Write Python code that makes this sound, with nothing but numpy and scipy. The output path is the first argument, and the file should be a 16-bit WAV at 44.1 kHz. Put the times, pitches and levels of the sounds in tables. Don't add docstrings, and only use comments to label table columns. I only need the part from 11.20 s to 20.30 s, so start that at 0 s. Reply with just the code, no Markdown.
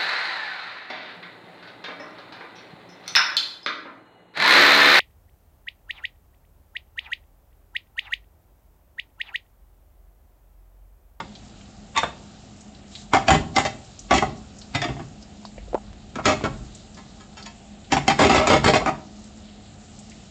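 import sys
import numpy as np
from scipy import signal
from scipy.fft import rfft, irfft
from scipy.io import wavfile
from scipy.ndimage import uniform_filter1d

SR = 44100
rng = np.random.default_rng(int(sys.argv[2]) if len(sys.argv) > 2 else 0)


def wav_out(sig):
    wavfile.write(sys.argv[1], SR, np.round(np.clip(np.atleast_2d(sig).T, -1, 1) * 32767).astype(np.int16))


def nominal_scale(level):
    x = np.asarray(level, float) / 20
    return 10 ** x


N = 401310

# f/Hz, relative level/dB
MODES = [(95, -9.5), (131, -3.5), (275, -2.5), (322, -4), (398, -4.5), (446, -11.5), (549, -14), (620, -10),
         (700, -12), (778, -10.5), (920, -15), (1040, -16), (1140, -13.5), (1270, -18.5), (1325, -16),
         (1420, -21.5), (1700, -22.5), (1880, -16.5), (2025, -21.5), (2165, -18), (2285, -19.5),
         (2560, -14), (2720, -18), (2940, -32), (3200, -15), (3450, -20), (3650, -17.5), (4150, -19),
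         (4500, -20.5), (4900, -20), (5450, -19.5), (6880, -17), (7250, -19)]
# f/Hz, relative level/dB
STOVE_SHEET = [(35, -51.5), (60, 10), (319, 6.5), (484, -20), (766, 0), (7290, -20), (8800, -32.5),
               (11400, -81.5), (19400, -120)]
# t/s, peak level/dB, f/Hz
KNOCKS = [(4.229, -46, 750), (4.251, -28, 860), (4.38, -30.5, 583), (4.481, -37.5, 452),
          (4.531, -20.5, 496), (4.545, -9.5, 528), (4.551, -14, 776), (4.577, -28, 784)]
# t/s, peak level/dB, f/Hz
SPITS = [(0.1521, -35, 3780), (1.4072, -40, 6800), (1.5474, -38.5, 3860), (1.7524, -27.5, 3800),
         (2.7911, -30, 6400), (3.3852, -37, 6750), (3.4146, -35, 4140), (4.0238, -38.5, 5020),
         (4.2517, -30.5, 4360), (4.3779, -39, 2290), (5.5483, -35, 6830), (5.7448, -39, 5130),
         (6.2257, -30, 4630), (8.0401, -41, 7000), (8.7899, -35.5, 7560), (8.8972, -37, 6800),
         (8.915, -40.5, 2400)]
# t/s, level/dB
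SIZZLE = [(0, -55), (1.7, -55), (1.73, -45.5), (1.82, -47.5), (1.87, -55.5), (2.8, -52.5), (4.7, -57),
          (5.4, -52.5), (6.05, -56), (7.8, -56.5), (8.5, -54), (9.1, -52.5)]
# f/Hz, relative level/dB
FIZZ = [(710, -18.5), (1200, 3), (1660, -2.5), (1810, -1.5), (2280, -4.5), (3890, 3), (6000, -2.5),
        (7330, 3.5), (7900, -5), (8800, -11.5), (11400, -68), (19400, -120)]
# f/Hz, relative level/dB
FAN = [(12, -44.5), (20, -27.5), (70, 0.5), (160, -5.5), (201, -3.5), (258, -8.5), (393, -13.5), (494, -18),
       (736, -12), (967, -24.5), (1120, -28.5), (1850, -31), (3000, -26.5), (3900, -46.5), (6600, -120)]
# f/Hz, resonance width/Hz, level over the drone/dB
DUCT = [(208.8, 25, 12.5), (788, 14, 6.5)]
# t/s, level/dB
HANDLING = [(0.0, -54), (1.77, -60), (2.15, -43.5), (2.69, -59), (3.09, -43), (3.17, -50), (4.23, -58),
            (4.38, -41), (4.94, -54), (5.5, -38.5), (5.55, -56), (6.46, -56.5), (7.65, -39), (7.73, -55),
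            (9.1, -59)]
# lowest f/Hz, highest f/Hz
BANDS_HZ = np.array([(80, 450), (500, 1400), (1500, 3200), (3500, 8000)])
# lowest f/Hz, highest f/Hz, t60/s, level/dB
ECHO = [(19.9, 312, 0.63, -1.5), (487, 1080, 0.58, -17.5), (1534, 21000, 0.3, -8)]
# t/s, nominal peak level/dB, drag/s, boom level over the mids/dB,
# hardness/dB (lifts the treble in full and the clank by half)
TONGS_IN_PAN = [(0.002, -21, 0.0034, -9.5, -6.5), (0.75, -31, 0.014, -5, -1.5),
                (0.762, -15.5, 0.0056, -17, 1.5), (0.775, -12, 0.015, -20, 2.5),
                (0.831, -12.5, 0.0065, -11, -4.5), (0.847, -31, 0.006, -15, -0.5)]
PAN_KNOCKS_GRATE = [(1.935, -6, 0.032, -8.5, -3), (2.082, -4.5, 0.0083, -10, 1), (2.105, -8, 0.05, -4, 1),
                    (2.362, -7.5, 0.0053, -8.5, 7), (2.383, -13.5, 0.022, -5.5, 4),
                    (2.451, -15, 0.015, -13, 5), (2.909, -5.5, 0.019, -9.5, -3.5),
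                    (2.939, -12.5, 0.045, -4, 5), (3.024, -8, 0.0054, -6.5, -11),
                    (6.72, -11, 0.024, -2.5, 5.5), (6.767, -12, 0.014, -7.5, -3.5),
                    (6.88, -5, 0.0039, -6, 5), (6.899, -11, 0.021, -10, 1.5), (7.66, -12, 0.035, -8, -6)]
PAN_SLIDES = [(4.956, -25.5, 0.0083, 3, 2), (4.986, -21, 0.015, -9, -15), (5.055, -9.5, .012, -4, 4.5),
              (5.079, -11.5, 0.041, -5, -0.5), (5.209, -28.5, .01, 4, -7), (5.239, -16.5, 0.021, 0, -4),
              (6.991, -8.5, .05, -2, 0.5), (7.048, -12.5, 0.028, 2, 3), (7.095, -11.5, 0.079, -4.5, 0.5),
              (7.146, -10, 0.026, -8.5, 0), (7.18, -12, .02, -2.5, -2), (7.213, -14.5, 0.045, -11.5, -7.5),
              (7.271, -12, 0.023, -5, 4.5), (7.3, -8, 0.064, -5, -1.5), (7.443, -10, 0.0044, -3.5, 4),
              (7.461, -10, 0.042, -1.5, 3.5), (7.536, -8.5, 0.032, -7, 0.5),
              (7.599, -19.5, 0.025, -10, -24)]
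TONGS_PUT_DOWN = [(3.549, -18, 0.0084, 3.5, 3.5), (3.617, -19.5, 0.0092, -7, -1),
                  (3.639, -21.5, 0.014, 0, -2.5), (3.686, -26, 0.016, 5.5, -15),
                  (3.765, -31, 0.0064, -3, -22), (3.795, -30, 0.013, 4, -17)]
PAN_LIFTED = [(5.77, -39, 0.021, -6, 0.67), (6.001, -43.5, 0.015, -3.5, 1), (6.17, -38.5, 0.035, -8.5, 3.5),
              (6.259, -32, 0.0049, -29, 3.6)]
# contacts, f of the modes woken most/Hz, their gain/dB,
# t60 of modes up to 1500 Hz/s, blow over drag (amplitude ratio), time constant of the drag's sag/s,
# clank level over the mids/dB, treble level over the mids/dB (both before hardness)
KINDS = [(TONGS_IN_PAN, (896, 1106, 1475, 3564), 18.4, 0.063, 1.8, .06, -4.5, -8.5),
         (PAN_KNOCKS_GRATE, (778, 2040), 12.8, 0.071, 2.7, 0.089, -7, -14),
         (PAN_SLIDES, (430, 632, 805, 1330, 2214), 7, .08, 2.15, .15, -6, -11.5),
         (TONGS_PUT_DOWN, (135, 710, 2020, 3450, 4900), 11.8, .1, 1.3, .06, 0, -6),
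         (PAN_LIFTED, (920, 1040, 1280, 1700), 12.4, 0.19, 1.2, 0.062, -3, -5)]


def shape(points, hz):
    f, db = np.transpose(points)
    return np.interp(np.log(hz + 1), np.log(f), db)


def causal(db):
    cepstrum = irfft(np.log(nominal_scale(db)))
    half = len(cepstrum) // 2
    cepstrum[1:half] *= 2
    cepstrum[half + 1:] = 0
    return np.exp(rfft(cepstrum))


def resonance(hz, centre_hz, width):
    return 1 / (1 + 2j * (hz - centre_hz) / width)


def level(x):
    return x / np.sqrt(np.mean(x ** 2))


def coloured(x, db):
    return level(irfft(rfft(x) * nominal_scale(db), N))


def curve(rows):
    return np.interp(np.arange(N) / SR, *np.transpose(rows))


def walk(rate):
    k = int(SR / rate)
    steps = np.repeat(rng.standard_normal(N // k + 1), k)
    return level(uniform_filter1d(steps, k)[:N])


def add(out, s, x):
    i = max(int(s * SR), 0)
    out[i:i + len(x)] += x[:len(out) - i]


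def modal_ring(hz, t60, detune=0.0076, spot_db=2):
    f, db = np.transpose(MODES)
    shift, spot, sign = rng.standard_normal((3, len(f)))
    ring_s = t60 * np.minimum(1500 / f, 1) ** 0.58
    centre_hz = f * (1 + detune * shift)
    width_hz = np.log(1000) / np.pi / ring_s
    modes = resonance(hz, centre_hz[:, None], width_hz[:, None]) * (ring_s / 0.063)[:, None]
    return modes, nominal_scale(db) * np.sign(sign), nominal_scale(spot_db * spot)


def chatter(t, drag_s, blow, sag_s, lurch):
    slips, scatter_db = 0.2, 3
    skid_db, lead_s, blow_s = -8, 0.0071, 0.0014
    fade_s, rattle_db, rattle_s = 0.0084, -11, 0.044
    size = len(t)
    strength = rng.standard_normal(size) * nominal_scale(scatter_db * rng.standard_normal(size))
    slip = (rng.random(size) < slips) * strength
    after = np.maximum(t - drag_s, 0)
    drag = np.exp(-t / sag_s - after / fade_s) * lurch
    skid = nominal_scale(skid_db) * np.exp(t / lead_s)
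    force = slip * np.where(t < 0, skid, drag + blow * np.exp(-t / blow_s))
    rattle = slip[::-1] * (t > 0) * nominal_scale(rattle_db) * np.exp(-after / rattle_s)
    return force, rattle, drag_s + fade_s


def balance(sound, hz, duration_s, band_db):
    size = 2 * (len(hz) - 1)
    bands = [(hz > lo) & (hz < hi) for lo, hi in BANDS_HZ]
    energy = np.array([np.sum(np.abs(sound[k]) ** 2) for k in bands])
    power_db = 10 * np.log10(energy / size ** 2 * size / SR / duration_s)
    edges_hz = BANDS_HZ.ravel() * np.tile([1.1, 0.9], len(bands))
    points = list(zip(edges_hz, np.repeat(band_db - power_db, 2)))
    return sound * causal(shape(points, hz))


def contacts(body_db=-12, lurch_db=1.5, crest_db=11, reach=0.056):
    size, lead = 2 ** 14, 1024
    t, hz = (np.arange(size) - lead) / SR, np.fft.rfftfreq(size, 1 / SR)
    out = np.zeros(N + lead)
    mode_hz = np.transpose(MODES)[0]
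    thin = 1 - resonance(hz, 0, 210)
    body = nominal_scale(body_db) * causal(shape(STOVE_SHEET, hz))
    lurch = np.resize(nominal_scale(lurch_db * walk(90)), N + size)
    for rows, woken_hz, woken_db, t60, blow, sag_s, clank_db, treble_db in KINDS:
        near = sum(np.exp(-(np.log(mode_hz / p) / reach) ** 2) for p in woken_hz)
        for s, peak_db, drag_s, boom_db, hard_db in rows:
            modes, plain, spot = modal_ring(hz, t60)
            struck = (plain * spot * nominal_scale(woken_db * near)) @ modes
            rattled = plain @ modes
            force, rattle, duration_s = chatter(t, drag_s, blow, sag_s, lurch[int(s * SR):][:size])
            sound = (rfft(force) * (struck + body) + rfft(rattle) * (rattled + body)) * thin
            over_mids_db = np.array([boom_db, 0, clank_db + hard_db / 2, treble_db + hard_db])
            add(out, s, irfft(balance(sound, hz, duration_s, peak_db - crest_db + over_mids_db)))
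    return out[lead:]


def pings(rows, width, rough, t60):
    out, t = np.zeros(N), np.arange(8192) / SR
    hz = np.fft.rfftfreq(len(t), 1 / SR)
    for s, peak_db, pitch_hz in rows:
        noise = rng.standard_normal(len(t)) * nominal_scale(-60 * t / t60)
        burst = (1 - rough) * (t == 0) + rough * noise
        bell = resonance(hz, pitch_hz, width * pitch_hz)
        x = irfft(rfft(burst) * bell * (bell + 0.058) * (1 - resonance(hz, 0, pitch_hz)))
        add(out, s, nominal_scale(peak_db) * x / np.abs(x).max())
    return out


def faint_spits(count=14, mean_db=-44, spread_db=6):
    moment, size, pitch = rng.random((count, 3)).T
    return np.c_[moment * N / SR, mean_db + spread_db * (size - 0.5), 2500 * 3 ** pitch]


def spits():
    return pings([*SPITS, *faint_spits()], width=0.42, rough=0.41, t60=0.066)


def sizzle(hz, density=0.31, scatter_db=4, patchy_db=1.5, large_share=0.3):
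    out, heat_db = 0, curve(SIZZLE)
    for size_hz in 1000 * 2 ** np.arange(0, 3.5, 0.5):
        flare_db = (heat_db - heat_db.mean()) * (large_share if size_hz < 2500 else 1)
        patch_db = 1.3 * walk(25) + patchy_db * walk(6)
        burst_db = scatter_db * rng.standard_normal(N) + patch_db + flare_db
        pops = (rng.random(N) < density) * rng.standard_normal(N) * nominal_scale(burst_db)
        out = out + rfft(pops) * np.exp(-(np.log((hz + 1) / size_hz) / 0.3) ** 2)
    return nominal_scale(heat_db.mean()) * level(irfft(out * nominal_scale(shape(FIZZ, hz)), N))


def knocks():
    return pings(KNOCKS, width=0.56, rough=0.07, t60=0.039)


def handling(hz):
    rumble = [(10, -29.5), (25, -21.5), (45, 1.0), (90, -19.5), (300, -84.0)]  # f/Hz, relative level/dB
    return nominal_scale(curve(HANDLING)) * coloured(rng.standard_normal(N), shape(rumble, hz))


def fan(hz, mean_db=-45.5, swell_db=0.27):
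    duct_db = sum(g * np.abs(resonance(hz, c, w)) ** 4 for c, w, g in DUCT)
    rush = coloured(rng.standard_normal(N), shape(FAN, hz) + duct_db)
    return nominal_scale(mean_db + swell_db * walk(1.2)) * rush


def kitchen(x):
    t = np.arange(SR) / SR
    tail = 0
    for lo_hz, hi_hz, t60, db in ECHO:
        band = signal.butter(2, (lo_hz, hi_hz), "band", fs=SR, output="sos")
        noise = signal.sosfilt(band, rng.standard_normal(SR))
        noise *= nominal_scale(-60 * t / t60) * np.clip(t / 0.0019, 0, 1)
        tail = tail + nominal_scale(db) * level(noise) * np.sqrt(2 * (hi_hz - lo_hz)) / SR
    return x + signal.fftconvolve(x, tail)[:N]


def scene():
    hz = np.fft.rfftfreq(N, 1 / SR)
    echoing = kitchen(contacts() + spits())
    return (echoing + knocks() + sizzle(hz) + fan(hz) + handling(hz))[None]


def top_cut(x):
    return signal.sosfilt(signal.butter(12, 9000, fs=SR, output="sos"), x)


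def record(dry):
    top_hz, ceiling = 9350, 0.72
    x = signal.sosfilt(signal.cheby2(14, 60, top_hz, fs=SR, output="sos"), dry)
    x = x / (1 + np.abs(x / ceiling) ** 8) ** (1 / 8)
    return top_cut(x)


dry = scene()
out = record(dry)
wav_out(out)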